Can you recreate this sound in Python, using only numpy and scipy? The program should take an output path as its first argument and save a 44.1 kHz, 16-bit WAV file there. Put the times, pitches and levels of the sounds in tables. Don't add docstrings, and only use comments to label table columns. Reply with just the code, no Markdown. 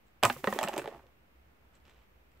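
import sys
import numpy as np
from scipy import signal
from scipy.fft import rfft, irfft, next_fast_len
from scipy.io import wavfile
from scipy.ndimage import map_coordinates

SR = 44100
rng = np.random.default_rng(int(sys.argv[2]) if len(sys.argv) > 2 else 0)


def to_wav(sig):
    pcm = np.clip(np.atleast_2d(sig), -1, 1) * 32767
    pcm = np.round(pcm).astype(np.int16)
    wavfile.write(sys.argv[1], SR, pcm.T)


def amplitude_ratio(level_db):
    exponent = np.asarray(level_db, float) / 20
    return 10 ** exponent


N = 105840


def unit(x):
    return x / np.sqrt(np.mean(x ** 2) + 1e-20)


def along(points, hz):
    f, v = np.transpose(points)
    return np.interp(np.log(hz + 1), np.log(f + 1), v)


def filtered(x, response):
    m = next_fast_len(N + SR // 2)
    return irfft(rfft(x, m) * response(np.fft.rfftfreq(m, 1 / SR)), m)[..., :N]


def causal(x, points):
    cepstrum = irfft(np.log(amplitude_ratio(along(points, np.fft.rfftfreq(2048, 1 / SR)))))
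    cepstrum[1:1024] *= 2
    cepstrum[1025:] = 0
    return signal.fftconvolve(x, irfft(np.exp(rfft(cepstrum))))[:N]


def add_at(x, start_s, sound):
    x[round(start_s * SR):][:len(sound)] += sound


def bursts(times_s, dbs, t60, tail_t60, tail_db):
    x, t = np.zeros(N + SR), np.arange(SR // 5) / SR
    shape = amplitude_ratio(-60 * t / t60) + amplitude_ratio(tail_db - 60 * t / tail_t60)
    for s, db in zip(times_s, dbs):
        add_at(x, s, amplitude_ratio(db) * shape * rng.standard_normal(len(t)))
    return x[:N]


def clicks(times_s, dbs):
    return np.bincount(np.round(times_s * SR).astype(int), amplitude_ratio(dbs), N)


def grains(rate_hz, spread_db):
    hit = rng.random(N) < rate_hz / SR
    return unit(hit * rng.standard_normal(N) * amplitude_ratio(spread_db * rng.exponential(size=N)))


def rubbing(rows, colour):
    t = np.arange(N) / SR
    swell = np.zeros(N)
    for start_s, length_s, db in rows:
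        swell += amplitude_ratio(db) * np.sin(np.pi * np.clip((t - start_s) / length_s, 0, 1)) ** 2
    return swell * unit(causal(grains(3000, 2.7), colour))


# frequency in Hz, level in dB.
AIR_COLOUR = [(110, -0.5), (2500, -13), (4000, -23.5), (7000, -30), (11300, -32), (12200, -25.5),
              (15700, -25.5), (15900, -71.5)]
# frequency in Hz, correlation from -1 to 1.
AIR_LIKENESS = [(60, 0.85), (240, 0.55), (950, -0.15), (3770, -0.18), (15000, 0.0)]
AIR_DB = -66.5
HUM_HZ, HUM_WIDTH_HZ, HUM_DB, DEEP_DB = 64.3, 15, -67.5, -88
AIR_LEAN_DB = -1.5


def air():
    def mid_side(hz):
        turn = np.arccos(np.clip(along(AIR_LIKENESS, hz), -1, 1)) / 2
        low_cut = hz ** 2 / (hz ** 2 + 40 ** 2)
        return amplitude_ratio(along(AIR_COLOUR, hz)) * low_cut * np.array([np.cos(turn), np.sin(turn)])

    mid, side = filtered(rng.standard_normal((2, N)), mid_side)
    hiss = unit(np.array([mid + side, mid - side]))
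    hum = unit(filtered(rng.standard_normal(N), lambda hz: np.exp(-((hz - HUM_HZ) / HUM_WIDTH_HZ) ** 2)))
    deep = unit(filtered(rng.standard_normal((2, N)), lambda hz: (hz > 15) * np.exp(-(hz / 90) ** 2)))
    both = amplitude_ratio(AIR_DB) * hiss + amplitude_ratio(HUM_DB) * hum + amplitude_ratio(DEEP_DB) * deep
    return both * amplitude_ratio([[AIR_LEAN_DB / 2], [-AIR_LEAN_DB / 2]])


# start in seconds, length in seconds, level in dB.
BRUSHES = [
    (.05, .05, -80),
    (1.725, .056, -77),
    (1.897, .0085, -75),
    (2.312, .012, -77),
    (2.369, .012, -77),
]
# frequency in Hz, level in dB.
BRUSH_COLOUR = [(2000, -36), (3800, -4), (5500, -13), (8000, 2), (8800, -16)]


def brushing():
    return rubbing(BRUSHES, BRUSH_COLOUR)


# start in seconds, peak in dB, first ring in Hz, second ring in Hz, # wire tick over
# the peak in dB.
CONTACTS = [(0.2287, -14, 744, 1157, -20.5), (.2349, -11, 632, 1130, -10.5), (.2395, -15.5, 574, 910, -38),
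            (0.2444, -11, 1180, 1390, -37.5), (.2518, -11.5, 689, 1012, -14),
            (0.2558, -11.5, 1092, 1226, -28), (0.2628, -22.5, 544, 1070, -41),
            (.2995, -16.5, 790, 1593, -33.5), (.364, -33.5, 504, 1060, -35), (0.438, -30, 277, 560, -45),
            (0.4427, -20, 526, 910, -22.5), (.473, -14.5, 1055, 420, -32), (.479, -21, 540, 1211, -53),
            (0.5264, -19.5, 543, 1045, -23), (.547, -35, 493, 905, -40), (.5605, -28, 375, 418, -38),
            (0.589, -17.5, 840, 752, -19), (0.612, -22.5, 616, 896, -21.5), (0.63, -19.5, 815, 1090, -14.5),
            (.638, -23, 785, 1310, -12.5), (.646, -28, 603, 834, -31), (0.66, -35, 590, 1260, -33),
            (0.6759, -31.5, 605, 1180, -32), (.685, -26, 823, 587, -11.5), (.692, -25.5, 814, 830, -45),
            (0.73, -30, 810, 1120, -29), (0.7338, -39, 470, 1135, -16), (.739, -28.5, 358, 870, -19),
            (.763, -28, 626, 800, -22), (.767, -26, 364, 820, -30), (.779, -23.5, 938, 333, -12),
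            (.787, -26.5, 875, 550, -19.5), (0.7954, -31.5, 436, 710, -28), (0.818, -36, 365, 1345, -31),
            (.843, -33.5, 553, 844, -38), (0.857, -31.5, 461, 845, -28), (.876, -26, 420, 692, -30.5),
            (.886, -34.5, 488, 746, -27)]
# frequency in Hz, level in dB, t60 in seconds.
PAN_MODES = [(231, -6, 0.038), (370, -7.5, 0.045), (558, -5, .045), (620, -7, .04), (800, -3.5, 0.019),
             (1016.4, -10, 0.015), (1243, -7, 0.013), (1491, -9, .018), (1660, -8, 0.015),
             (1880, -10, .015), (2240, -12.5, .025), (2730, -14.5, 0.016), (3070, -13.5, .02),
             (3870, -20, .015)]
FOCUS_OCT, FOCUS_DB = .65, 13
SCATTER_DB, DETUNE = 2.5, .02
BODY_DB, BODY_RISE_S, BODY_LONGER = -13, .0003, 1.25


def pan_body():
    mode_hz, mode_db, t60 = np.transpose(PAN_MODES)[:, :, None]
    x, t = np.zeros(N + SR), np.arange(SR // 4) / SR
    rise = 1 - np.exp(-t / BODY_RISE_S)
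    for start_s, peak_db, _, second_hz, _ in CONTACTS:
        scatter, detune, phase = rng.standard_normal((3, len(PAN_MODES), 1))
        octaves = np.log2(mode_hz / second_hz)
        focus_db = FOCUS_DB * (np.exp(-(octaves / FOCUS_OCT) ** 2) - 1)
        decay_db = -60 * t / (BODY_LONGER * t60)
        level = amplitude_ratio(mode_db + focus_db + SCATTER_DB * scatter + decay_db)
        hz = mode_hz * (1 + DETUNE * detune)
        ring = (level * np.sin(2 * np.pi * hz * t + 2 * phase)).sum(axis=0) * rise
        add_at(x, start_s, amplitude_ratio(peak_db + BODY_DB) * ring / np.abs(ring).max() * 2)
    return x[:N]


# start in seconds, level in dB, pitch in Hz.
FLEXES = [(.2349, -32, 2600), (.247, -25.5, 1900), (.277, -32.5, 250), (.284, -33.5, 710),
          (.565, -34.5, 375), (.615, -32, 605), (.646, -32.5, 207), (.2445, -20.5, 1710), (.2445, -22, 870),
          (.2995, -23.5, 2740), (.31, -41.5, 800), (.312, -52, 2580), (.473, -17, 1880), (.473, -19, 1250),
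          (.485, -25.5, 764), (.505, -37, 780), (.5265, -26.5, 1834), (.5887, -26, 1933),
          (.5887, -26, 3290), (.6113, -33, 2160), (.638, -28, 1780), (.6762, -32, 2800), (.6762, -33, 1920),
          (.72, -43, 290), (.779, -37, 3570), (.787, -33.5, 2470), (.7955, -36, 2620), (.80, -37, 370),
          (.822, -40, 375), (.85, -43, 590), (.901, -60, 700), (.923, -43.5, 453), (.924, -43, 720),
          (.936, -41, 813), (.947, -44, 844), (.956, -44, 405), (.968, -52.5, 830), (.975, -52, 298),
          (1.0, -58, 594), (1.038, -51, 550), (1.06, -54.5, 497)]
RIM_T60_S, RIM_SHORTER = 0.033, 0.46
RIM_DB, SECOND_RING_DB, RIM_RISE_S = -4.5, -1.5, .0008


def rim_rings():
    s, db, first_hz, second_hz, _ = np.transpose(CONTACTS)
    low = list(zip(s, db + RIM_DB, first_hz))
    high = list(zip(s, db + RIM_DB + SECOND_RING_DB, second_hz))
    x, t = np.zeros(N + SR), np.arange(SR // 4) / SR
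    rise = 1 - np.exp(-t / RIM_RISE_S)
    for start_s, ring_db, hz in FLEXES + low + high:
        t60 = RIM_T60_S * (800 / hz) ** RIM_SHORTER
        add_at(x, start_s, -amplitude_ratio(ring_db - 60 * t / t60) * rise * np.sin(2 * np.pi * hz * t))
    return x[:N]


# start in seconds, level in dB.
EDGES = [(0.2284, -4), (0.235, -1), (0.2446, 4.5), (0.2516, -1.5), (.2995, 1.5), (0.4429, -0.5), (.473, -6),
         (0.5262, -10), (0.5889, 1), (0.6122, -12), (.6305, -13), (.6385, -13), (0.6763, -6.5),
         (0.7337, -11.5), (.739, -11), (.779, -9), (0.786, -18), (0.795, -9), (0.818, -17.5), (.843, -20),
         (0.859, -17.5), (.876, -13.5)]
# frequency in Hz, level in dB.
KNOCK_COLOUR = [(100, -39), (400, -4), (1500, 5), (3500, -6), (6000, -27), (16000, -42)]


def knock():
    s, db = np.transpose(CONTACTS)[:2]
    edge_s, edge_db = np.transpose(EDGES)
    crack = bursts(s, db - 13, t60=0.039, tail_t60=0.045, tail_db=-19.5)
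    return causal(clicks(edge_s, edge_db) + crack, KNOCK_COLOUR)


# frequency in Hz, level in dB.
WIRE_COLOUR = [(1200, -41.5), (2500, -0.5), (4200, -13), (7800, -7.5), (10000, -16.5), (13000, -13.5),
               (15700, -20.5)]


def wire_tick():
    s, db, _, _, tick_db = np.transpose(CONTACTS)
    return causal(bursts(s, db + tick_db + 19, t60=0.0071, tail_t60=0.0079, tail_db=-17.5), WIRE_COLOUR)


# frequency in Hz, level in dB.
GRIT_COLOUR = [(1180, -31), (2000, -2.5), (4090, -15), (7520, -12.5), (9380, -14.5), (15000, -10),
               (15750, -13), (15950, -45)]
# frequency in Hz, level in dB.
GRAVEL_COLOUR = [(400, -25.5), (1200, -2.5), (2500, -1.5), (4000, -12.5), (8000, -22), (16000, -35)]
# frequency in Hz, width in Hz, level in dB.
ROLL_MODES = [(237, 30, -1.5), (375, 42, 1.5), (550, 24, -6.5), (677, 50, -2), (830, 180, -4),
              (1150, 250, -5.5), (1900, 400, -14.5), (2800, 600, -23.5)]
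# time in seconds, rim rumble in dB, grit in dB, favoured pitch in Hz.
ROLL = [
    (0.2315, -29.5, -46.5, 800),
    (0.303, -48.5, -48.5, 800),
    (.425, -63, -62.5, 306),
    (.5, -48, -52, 500),
    (0.571, -43.5, -55.5, 348),
    (.62, -40.5, -62, 830),
    (.83, -51.5, -63.5, 370),
    (0.94, -53, -75, 645),
    (1.0, -60.5, -79.5, 500),
]
ROLL_FOCUS_OCT, ROLL_FOCUS_DB = 0.21, 8
GRAVEL_DB = -11
GRIT_FLUTTER_DB, GRIT_FLUTTER_HZ = 2, 44
GRIT_SIDE = .7


def rolling():
    s, rumble_db, grit_db, pitch_hz = np.transpose(ROLL)
    t = np.arange(N) / SR

    def level(db):
        fade_db = 150 * np.clip(t - s[-1], 0, None)
        return amplitude_ratio(np.interp(t, s, db, left=-140) - fade_db)

    def resonances(f):
        return amplitude_ratio(mode_db) * 1j * f * width / (hz * hz - f * f + 1j * f * width)

    hz, width, mode_db = np.transpose(ROLL_MODES)[:, :, None]
    modes = filtered(grains(1500, 2.5), resonances)
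    near = np.exp(-(np.log2(hz / np.interp(t, s, pitch_hz)) / ROLL_FOCUS_OCT) ** 2)
    signs = (-1.) ** np.arange(len(hz))[:, None]
    rumble = unit((signs * modes * amplitude_ratio(ROLL_FOCUS_DB * near)).sum(axis=0))
    gravel = np.array([unit(causal(grains(2500, 1.5), GRAVEL_COLOUR)) for _ in range(2)])

    mid, side = [unit(causal(grains(15000, 3), GRIT_COLOUR)) for _ in range(2)]
    grit = np.array([mid + GRIT_SIDE * side, mid - GRIT_SIDE * side])
    flutter = amplitude_ratio(GRIT_FLUTTER_DB * map_coordinates(rng.standard_normal(200), [t * GRIT_FLUTTER_HZ]))
    return level(rumble_db) * (rumble + amplitude_ratio(GRAVEL_DB) * gravel) + flutter * level(grit_db) * grit


# start in seconds, level in dB, pitch in Hz.
THUDS = [(0.236, -36, 130), (0.249, -30.5, 107.7), (0.301, -38.5, 242.5), (0.362, -46.5, 138.1),
         (0.474, -31.5, 203.2), (0.526, -37, 209), (.64, -45, 158.6), (.779, -46.5, 130),
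         (0.846, -50, 140.5), (0.942, -55, 134.6), (1.04, -60, 101.7)]
THUD_T60_S = 0.18


def sieve_thuds():
    x, t = np.zeros(N + SR), np.arange(SR // 4) / SR
    for start_s, db, hz in THUDS:
        add_at(x, start_s, amplitude_ratio(db - 60 * t / THUD_T60_S) * np.sin(2 * np.pi * hz * t))
    return x[:N]


# start in seconds, peak in dB.
SNAPS = [(0.967, -61), (1.068, -63.5), (1.802, -63), (1.853, -53), (1.876, -60.5), (1.896, -51),
         (1.96, -68.5), (2.036, -67), (2.318, -65.5), (2.374, -70)]
# frequency in Hz, level in dB.
SNAP_COLOUR = [(300, -14), (2000, 5), (4000, -4.5), (8000, -14), (9500, -23)]


def grit_snaps():
    s, db = np.transpose(SNAPS)
    burst = bursts(s, db + 5.5, t60=.006, tail_t60=.04, tail_db=-28)
    return causal(clicks(s, db + 14) + burst, SNAP_COLOUR)


# start in seconds, length in seconds, level in dB.
SCUFFS = [
    (1.71, .09, -69),
    (1.817, .12, -69),
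    (1.825, .28, -69),
]
# frequency in Hz, level in dB.
SCUFF_COLOUR = [(200, 1.5), (900, -1), (2800, -4.5), (3800, -9), (4500, -18), (7500, -18.5), (9000, -28.5)]


def boot_scuffs():
    return rubbing(SCUFFS, SCUFF_COLOUR)


# frequency in Hz, t60 in seconds.
GROUND_T60 = [(200, 0.13), (2000, 0.085), (12000, 0.15)]
# frequency in Hz, level in dB.
GROUND_COLOUR = [(200, -16.5), (1000, -8.5), (5000, -5), (14000, -5.5)]


def ground(x):
    hz, t, z = signal.stft(rng.standard_normal((2, SR // 4)), SR, nperseg=128)
    decay = amplitude_ratio(-60 * t / along(GROUND_T60, hz)[:, None])
    tail = signal.istft(z * decay, SR, nperseg=128)[1]
    wet = signal.fftconvolve(causal(x, GROUND_COLOUR)[None], tail / np.linalg.norm(tail[0]), axes=1)
    return wet[:, :N]


# frequency in Hz, left over right in dB.
LEAN = [(100, -1), (500, -3), (1500, -2), (3000, -3.5), (5500, -10), (9000, -2.5), (14000, 4)]
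# frequency in Hz, level in dB.
MIC = [(20, -20), (90, 0), (15700, 0), (16000, -16), (16600, -20), (16850, -60)]
LEFT_LAG_S = .000015


def scene():
    def placed(hz):
        lean = amplitude_ratio(np.array([[.5], [-.5]]) * along(LEAN, hz))
        return lean * np.exp(-1j * np.pi * hz * LEFT_LAG_S * np.array([[1], [-1]]))

    pan = pan_body() + rim_rings() + knock() + wire_tick() + sieve_thuds()
    near = brushing() + pan + grit_snaps() + boot_scuffs()
    direct = filtered(near + rolling() + ground(near), placed)
    return filtered(direct, lambda hz: amplitude_ratio(along(MIC, hz))) + air()


def band_limit(x):
    return signal.sosfilt(signal.butter(12, 16820, fs=SR, output="sos"), x)


def record(dry):
    return band_limit(dry - .0003)


dry = scene()
out = record(dry)
to_wav(out)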